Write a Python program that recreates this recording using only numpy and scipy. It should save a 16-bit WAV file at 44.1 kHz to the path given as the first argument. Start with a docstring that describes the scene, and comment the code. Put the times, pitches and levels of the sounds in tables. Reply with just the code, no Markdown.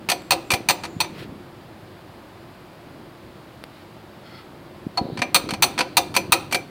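"""Loose compressor pulley, rocked by hand.

In a still engine bay, close to a camera, the steel pulley slams against its hub when pushed;
pulled back, it chatters two or three times and rings. The hand lets go, a sleeve brushes,
the camera is jostled, and the rocking resumes over a low outdoor hum."""
import sys
import numpy as np
from scipy import signal
from scipy.fft import rfft, irfft, next_fast_len
from scipy.io import wavfile
from scipy.ndimage import map_coordinates

SR = 44100
rng = np.random.default_rng(int(sys.argv[2]) if len(sys.argv) > 2 else 0)


def unload_audio(sound):
    """Save the sound as a 16-bit wav file, at the path given as the first command line argument."""
    columns = np.transpose(np.atleast_2d(sound))
    # keep every value between -1 and 1, then stretch to whole-number steps
    steps = np.round(np.clip(columns, -1, 1) * 32767)
    wavfile.write(sys.argv[1], SR, steps.astype(np.int16))


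N = 295470


def amp(db):
    return 10 ** (np.asarray(db) / 20)


def unit_rms(x):
    return x / np.sqrt(np.mean(x ** 2) + 1e-20)


def log_interp(points, hz):
    """Curve through (f/Hz, value) points on a log frequency axis."""
    f, value = np.transpose(points)
    return np.interp(np.log(hz + 1), np.log(f + 1), value)


def decay(t, t60):
    """Starts at t = 0, loses 60 dB in t60."""
    return (t >= 0) * np.exp(-np.log(1000) * np.abs(t) / t60)


def filtered(x, response):
    """Zero-phase filter with gain response(hz)."""
    size = next_fast_len(len(x) + 8192)
    return irfft(rfft(x, size) * response(np.fft.rfftfreq(size, 1 / SR)), size)[:len(x)]


def highpass(x, hz):
    return signal.sosfilt(signal.butter(2, hz, "high", fs=SR, output="sos"), x)


def noise(spectrum, size):
    """Coloured noise, rms 1."""
    return unit_rms(filtered(rng.standard_normal(size), lambda hz: amp(log_interp(spectrum, hz))))


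def wobble(rate_hz):
    """Smooth curve through random knots."""
    knots = rng.standard_normal(int(N * rate_hz / SR) + 4)
    return map_coordinates(knots, [np.arange(N) * rate_hz / SR])


def swell(centre_s, sigma_s):
    """Gaussian envelope."""
    return np.exp(-.5 * ((np.arange(N) / SR - centre_s) / sigma_s) ** 2)


def add(track, start_s, sound):
    part = track[max(round(start_s * SR), 0):][:len(sound)]
    part += sound[:len(part)]


def ring(modes, t, rise_cycles, scatter_db):
    """Damped modes struck at random strength and phase; low ones build up more slowly."""
    hz, db, t60 = np.transpose(modes)[:, :, None]
    gain = amp(db + scatter_db * rng.standard_normal(hz.shape))
    phase = rng.uniform(0, 2 * np.pi, hz.shape)
    rise = (t * hz / rise_cycles) ** 2
    return (gain * np.sin(2 * np.pi * hz * t + phase) * decay(t, t60) * rise / (1 + rise)).sum(0)


# outdoor hum and hiss: f/Hz, density/dB
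AIR_SPECTRUM = [(15, -60), (25, -46), (38, -14.5), (70, -18.5), (102, -2.5), (270, -11.5), (354, -4.5),
                (405, -13.5), (591, -9), (734, -11), (1020, -13.5), (2280, -22), (4740, -27.5),
                (5880, -37.5), (16000, -38.5)]


def air(level_db=-45):
    """Far outdoor noise and microphone hiss, almost steady."""
    return amp(level_db + 0.043 * wobble(3)) * noise(AIR_SPECTRUM, N)


# grip rumble: f/Hz, density/dB
RUMBLE_SPECTRUM = [(15, -53), (25, -7.5), (63, -7.5), (163, -4.5), (260, -7), (352, -2.5), (436, -15.5),
                   (600, -16.5), (780, -27), (1320, -120)]
# its envelope: t/s, level/dB
RUMBLE_ENVELOPE = [(0.0, -41.5), (1.19, -38.5), (1.62, -45), (2.69, -47.5), (3.06, -42.5), (3.73, -48),
                   (4.91, -44), (5.06, -41), (5.64, -34.5), (5.95, -41), (6.19, -33), (6.7, -41)]


def grip_rumble(gain_db=-2):
    """The hand holding the camera rumbles unevenly."""
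    envelope_db = np.interp(np.arange(N) / SR, *np.transpose(RUMBLE_ENVELOPE))
    return amp(envelope_db + gain_db + 0.88 * wobble(12)) * noise(RUMBLE_SPECTRUM, N)


# shifts of the grip: t/s, half length/s, level/dB
GRIP_SHIFTS = [(1.254, 0.091, -30.5), (5.1, 0.065, -22.5), (5.502, 0.04, -26), (6.3, .07, -32)]


def grip_flurries(count=18, pitch_hz=240, spread_oct=0.55, taper_db=2):
    """Each shift scatters small bumps, strongest mid-way. Rows as in CAMERA_BUMPS."""
    bumps = []
    for centre_s, half_s, db in GRIP_SHIFTS:
        for slot in np.linspace(-1.5, 1.5, count):
            jitter, size, pitch = rng.standard_normal(3)
            bump_s = centre_s + half_s * (slot + 0.1035 * jitter)
            bump_db = db - taper_db * slot ** 2 + 0.5 * size
            bumps.append((bump_s, bump_db, pitch_hz * 2 ** (spread_oct * pitch)))
    return bumps


# single bumps: t/s, level/dB, f/Hz
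CAMERA_BUMPS = [(0.535, -17.5, 105), (0.604, -22, 270), (0.965, -21, 152), (4.866, -14.5, 220),
                (5.013, -12.5, 237), (5.467, -21.5, 267), (5.525, -17.5, 217), (6.294, -20, 159)]


def camera_bumps(peak_delay_s=0.003):
    """Soft bumps on the camera, each a push and recoil of about one cycle."""
    track = np.zeros(N)
    t = np.arange(-(SR // 40), SR // 40) / SR
    for at_s, db, hz in CAMERA_BUMPS + grip_flurries():
        u = (np.pi * hz * (t - peak_delay_s)) ** 2
        pulse = (2 * u - 1) * np.exp(-u)
        add(track, at_s + t[0], amp(db) * pulse)
    return track


# sleeve brushes: t/s, sigma/s, level/dB
SLEEVE_BRUSHES = [(1.2, 0.037, -42.5), (3.783, 0.041, -53.5), (4.357, 0.099, -57)]
# cloth friction: f/Hz, density/dB
CLOTH_SPECTRUM = [(500, -23), (1100, -3), (2000, 1.5), (3000, -0.5), (4400, -3.5), (5300, -11), (6200, -18),
                  (16000, -21)]


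def sleeve():
    """Cloth brushes in grainy swells as the arm moves."""
    envelope = sum(amp(db) * swell(at_s, sigma_s) for at_s, sigma_s, db in SLEEVE_BRUSHES)
    return envelope * amp(2.7 * wobble(60)) * noise(CLOTH_SPECTRUM, N)


# arm scrapes: t/s, sigma/s, level/dB
ARM_SCRAPES = [(4.27, 0.02, -50.5), (4.363, 0.043, -47)]
# cavity resonances: f/Hz, width/Hz, level/dB
CAVITY_PEAKS = [(1310, 170, 0), (2050, 280, -5), (3290, 320, -8), (4380, 380, -7), (5120, 300, -12)]


def scrape():
    """The arm scrapes as it reaches in; a cavity colours the noise."""
    def cavity(f):
        return sum(amp(db) / (1 + (2 * (f - hz) / width) ** 2) for hz, width, db in CAVITY_PEAKS)

    envelope = sum(amp(db) * swell(at_s, sigma_s) for at_s, sigma_s, db in ARM_SCRAPES)
    return envelope * unit_rms(filtered(rng.standard_normal(N), cavity))


# bearing squeaks: t/s, sigma/s, f/Hz, level/dB
SQUEAKS = [(.22, 0.058, 7640, -59), (0.48, 0.033, 7400, -59.5), (.92, 0.13, 7050, -58.5),
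           (5.05, 0.044, 4150, -49.5), (5.144, .04, 4050, -50), (5.908, 0.085, 4170, -53.5)]


def bearing_squeaks():
    """The sliding bearing squeaks faintly; phase wander blurs each tone to a narrow band."""
    t = np.arange(N) / SR
    wander_rad = 2.2 * wobble(500)
    return sum(amp(db) * swell(at_s, sigma_s) * np.sin(2 * np.pi * hz * t + wander_rad)
               for at_s, sigma_s, hz, db in SQUEAKS)


# dry ticks: t/s, level/dB
DRY_TICKS = [(0.221, -38), (3.639, -26.5)]
# their colour: f/Hz, density/dB
TICK_SPECTRUM = [(400, -3), (1500, 0), (4700, 0), (6200, -17), (9000, -15), (11200, -10), (13500, -21),
                 (16000, -24)]


def ticks(t60_s=0.0092):
    """Two tiny dry noise bursts."""
    track = np.zeros(N)
    t = np.arange(SR // 50) / SR
    for at_s, db in DRY_TICKS:
        add(track, at_s, amp(db) * decay(t, t60_s) * noise(TICK_SPECTRUM, len(t)))
    return track


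# bay decay: f/Hz, t60/s
BAY_T60 = [(200, 0.19), (1000, 0.37), (4000, 0.41), (8000, 0.4), (15000, 0.29)]
# bay colour: f/Hz, level/dB
BAY_SPECTRUM = [(150, 5.5), (350, 18), (900, 3), (1700, -1), (4300, -3), (8000, -7.5), (15000, -6.5)]


def bay_reverb(x):
    """Diffuse reflections from engine bay and ground; bass and top treble die first."""
    hz, t, bands = signal.stft(rng.standard_normal(SR // 2), SR, nperseg=256)
    bands = bands * decay(t, log_interp(BAY_T60, hz)[:, None])
    bands *= amp(log_interp(BAY_SPECTRUM, hz))[:, None]
    _, tail = signal.istft(bands, SR, nperseg=256)
    return signal.fftconvolve(x, tail / np.linalg.norm(tail))


# first instant of contact: f/Hz, density/dB
SNAP_SPECTRUM = [(300, -70), (1500, 13), (4000, -16), (8500, 17), (11500, -6), (15500, 5)]
# hub plate's dead thud: f/Hz, density/dB
THUD_SPECTRUM = [(180, -73), (450, -21.5), (780, -6.5), (970, 5), (1110, -11), (1270, 2.5), (1550, -23),
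                 (2500, -47)]
# compressor housing and bracket: f/Hz, level/dB, t60/s
HOUSING_MODES = [(301.4, -23.5, 0.55), (337.8, -1.5, 0.1), (372, -9, 0.13), (497.5, -7.5, 0.1),
                 (541.2, -2, 0.084), (660, -9, 0.075), (715, 5.5, 0.065), (783, 2, 0.081),
                 (976, 0.5, 0.074)]


def clack(spectrum, modes, free_modes, crack_t60_s, gap_s, force_db,
          knock_db, thud_db, treble_db_oct, ring_db, free_db):
    """One steel-on-steel contact: (blow, free ring). More force: more ring, less knock and thud."""
    t = np.arange(SR // 4) / SR
    onset = 1 - np.exp(-t / 0.0012)
    # dense modes die at once; nearby engine parts scatter them a little longer
    scatter = amp(-16.5) * decay(t - 0.006, t60=0.08)
    crack = noise(spectrum, len(t)) * (decay(t, crack_t60_s) + scatter)
    snap = amp(-4.5) * noise(SNAP_SPECTRUM, len(t)) * decay(t, t60=0.0087)
    choke = amp(-10 * np.clip((t - gap_s) / 0.0067, 0, 1))  # by the next contact
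    ring_gain = amp(ring_db - 9.5 + 0.44 * force_db)  # fingers muffle light touches
    ringing = ring_gain * choke * ring(modes, t, rise_cycles=1.06, scatter_db=3.5)
    steel = filtered(onset * (crack + snap) + ringing,
                     lambda hz: amp(treble_db_oct * np.log2(1 + (hz / 6000) ** 2) / 2))
    thud = amp(thud_db - 0.29 * force_db) * noise(THUD_SPECTRUM, len(t)) * onset * decay(t, t60=0.031)
    knock = amp(knock_db - 0.083 * force_db) * ring(HOUSING_MODES, t, rise_cycles=6, scatter_db=2)
    free = amp(free_db) * choke * ring(free_modes, t, rise_cycles=4.3, scatter_db=4)
    return steel + thud + knock, free


def strikes(contacts, modes, spectrum, free_modes, crack_t60_s, bay_db, firm_db=-6.5):
    """Contacts (t/s, level/dB, clack's last five arguments) at one stop; only the blow fills the bay."""
    track = np.zeros(N)
    for at_s, db, *touch in contacts:
        # a much weaker contact cannot choke this one
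        gaps_s = [next_s - at_s for next_s, next_db, *_ in contacts
                  if next_s > at_s and next_db > db - 10]
        gap_s = min(gaps_s, default=N / SR)
        blow, free = clack(spectrum, modes, free_modes, crack_t60_s, gap_s, db - firm_db, *touch)
        add(track, at_s, amp(db) * (blow + free))
        add(track, at_s, amp(db + bay_db) * bay_reverb(blow))
    return track


# pushes: t/s, level/dB, rebound gap/s, last bounce/dB, treble/(dB/oct), knock/dB, ring/dB, clink/dB
PUSH_STROKES = [(0.307, -7, 0.012, -11, -1, 4, -1, -11), (0.687, -7, 0.0096, -4.5, -1, -0.5, -0.5, -10),
                (1.003, -13, .007, -27, -0.5, -8, 4, -10.5), (4.973, -19.5, .004, -11, -9, 12.5, -3, 2),
                (5.345, -5.5, 0.0077, -5.5, 0.5, -2, 1.5, -9.5), (5.623, -6.5, .008, -7, 2, -3, 1, -10),
                (5.969, -5, 0.0082, -23, 0.5, 0.5, -1, -20), (6.321, -5, 0.0061, -8, 1, -1, 0.5, -12.5)]
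# offsets for landing and two rebounds: level/dB, knock/dB, treble/(dB/oct)
SLAM_STEPS = [(0.5, -17.5, -0.5), (0.5, -11, -6), (3, -15.5, -4)]


def slams(thud_db=-5):
    """A push lands sharply on the hub, then rebounds twice, duller as the housing takes the load."""
    contacts = []
    for at_s, db, rebound_s, last_db, treble_db_oct, knock_db, ring_db, clink_db in PUSH_STROKES:
        for k, (step_db, load_db, tilt_db_oct) in enumerate(SLAM_STEPS):
            level_db = db + step_db + (k == 2) * last_db
            contacts.append((at_s + k * rebound_s, level_db, knock_db + load_db, thud_db,
                             treble_db_oct + tilt_db_oct, ring_db, clink_db))
    return contacts


# pulls: touch t/s, seat t/s, touch/dB, skip/dB, seat/dB, treble/(dB/oct), rim ring/dB
PULL_STROKES = [(0.088, 0.116, -12.5, -11, -11, 0.5, -31), (0.504, 0.536, -12, -13, -11, 1.5, -8),
                (0.835, 0.851, -22, -29, -23.5, -4, -25), (1.03, 1.044, -46, -35, -27, -7, -11.5),
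                (5.173, 5.218, -22.5, -23.5, -9.5, -11, -14.5),
                (5.489, 5.536, -22, -19.5, -19.5, -3.5, -19), (5.778, 5.806, -16, -10.5, -8.5, -8.5, -28),
                (6.141, 6.164, -26, -21.5, -7, 2, -6.5), (6.512, 6.545, -26.5, -15.5, -10, 1.5, -8.5)]
# touch, skip, seat: fraction of the chatter, knock/dB, treble offset/(dB/oct), rim offset/dB
CHATTER_STEPS = [(0, -21, -2, -1.5), (0.371, -11, 3, -1), (1, -9.5, -0.5, -2)]


def chatters(thud_db=-8, ring_db=0):
    """A pull touches, skips and seats against the far stop, ringing the rim."""
    contacts = []
    for touch_s, seat_s, *levels_db, treble_db_oct, rim_db in PULL_STROKES:
        for db, (fraction, knock_db, tilt_db_oct, held_db) in zip(levels_db, CHATTER_STEPS):
            at_s = touch_s + fraction * (seat_s - touch_s)
            contacts.append((at_s, db, knock_db, thud_db,
                             treble_db_oct + tilt_db_oct, ring_db, rim_db + held_db))
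    return contacts


# pulley modes: f/Hz, pushed level/dB, pulled level/dB, t60/s
PULLEY_MODES = [ (2387, -6, -12, .08), (2510, -2, -3, .075), (2676, -10, -12, .07), (3208, -12, -13, .08),
                (3565, -10, -15, .08), (3752, -11, -16, .09), (4070, -8, -14, .07), (4470, -8, -5, .06),
                (5965, -10, -13, .14), (6070, -12, -12, .11), (6621, -13, -16, .07), (7490, -15, -25, .13),
                (8230, -7, -16, .08), (8366, -10, -14, .07), (8748, -11, -16, .06), (9170, -9, -20, .07),
                (9443, -10, -13, .11), (10090, -18, -18, .12), (11150, -16, -22, .07),
                (12830, -19, -24, .16), (13265, -19, -17, .1), (13600, -16, -25, .08),
                (14860, -15, -23, .13), (15060, -8, -24, .11), (15450, -21, -27, .15)]
# crack of a push, of a pull: f/Hz, density/dB
PUSH_SPECTRUM = [(150, 0), (250, -19), (971, -0.5), (1550, -7), (2240, -2), (2440, 0.5), (3400, -6.5),
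                 (4260, 2.5), (5350, -9.5), (6140, -7), (7060, -11), (9490, -8.5), (12100, -15.5),
                 (15200, -7), (16000, -37)]
PULL_SPECTRUM = [(150, -5.5), (250, -2), (618, -8), (988, -7), (1550, -4.5), (2440, -0.5), (3910, -7.5),
                 (4340, 1), (5160, -9.5), (6140, -9), (7190, -17), (8400, -10), (11700, -20), (13700, -20),
                 (16000, -53)]
# modes the fingers leave free after a push, after a pull: f/Hz, level/dB, t60/s
HUB_MODES = [(4335, -1, .07), (4385, -3, .06), (4450, -3, .05)]
RIM_MODES = [(2323, -1.5, .16), (2385, -.5, .16)]


def pulley():
    """The two ends of the play excite the same modes in different proportions."""
    hz, push_db, pull_db, t60_s = np.transpose(PULLEY_MODES)
    push_modes = np.transpose([hz, push_db, t60_s])
    pull_modes = np.transpose([hz, pull_db, t60_s])
    pushed = strikes(slams(), push_modes, PUSH_SPECTRUM, HUB_MODES, crack_t60_s=0.029, bay_db=-14.5)
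    pulled = strikes(chatters(), pull_modes, PULL_SPECTRUM, RIM_MODES, crack_t60_s=0.036, bay_db=-15.5)
    return highpass(pushed + pulled, hz=190)  # a small stiff part radiates no bass


def scene():
    """Mono mix."""
    rocking = pulley()
    handling = highpass(grip_rumble() + camera_bumps(), hz=66)  # microphone bass roll-off
    return (rocking + handling + sleeve() + scrape() + bearing_squeaks() + ticks() + air())[None]


def record(dry, ceiling=0.85, top_hz=15900):
    """The camera rounds off the loudest peaks and cuts everything above its band limit."""
    rounded = dry[0] / (1 + np.abs(dry[0] / ceiling) ** 4) ** (1 / 4)
    return filtered(rounded, lambda hz: 1 / np.sqrt(1 + (hz / top_hz) ** 160))[None]


dry = scene()
out = record(dry)
unload_audio(out)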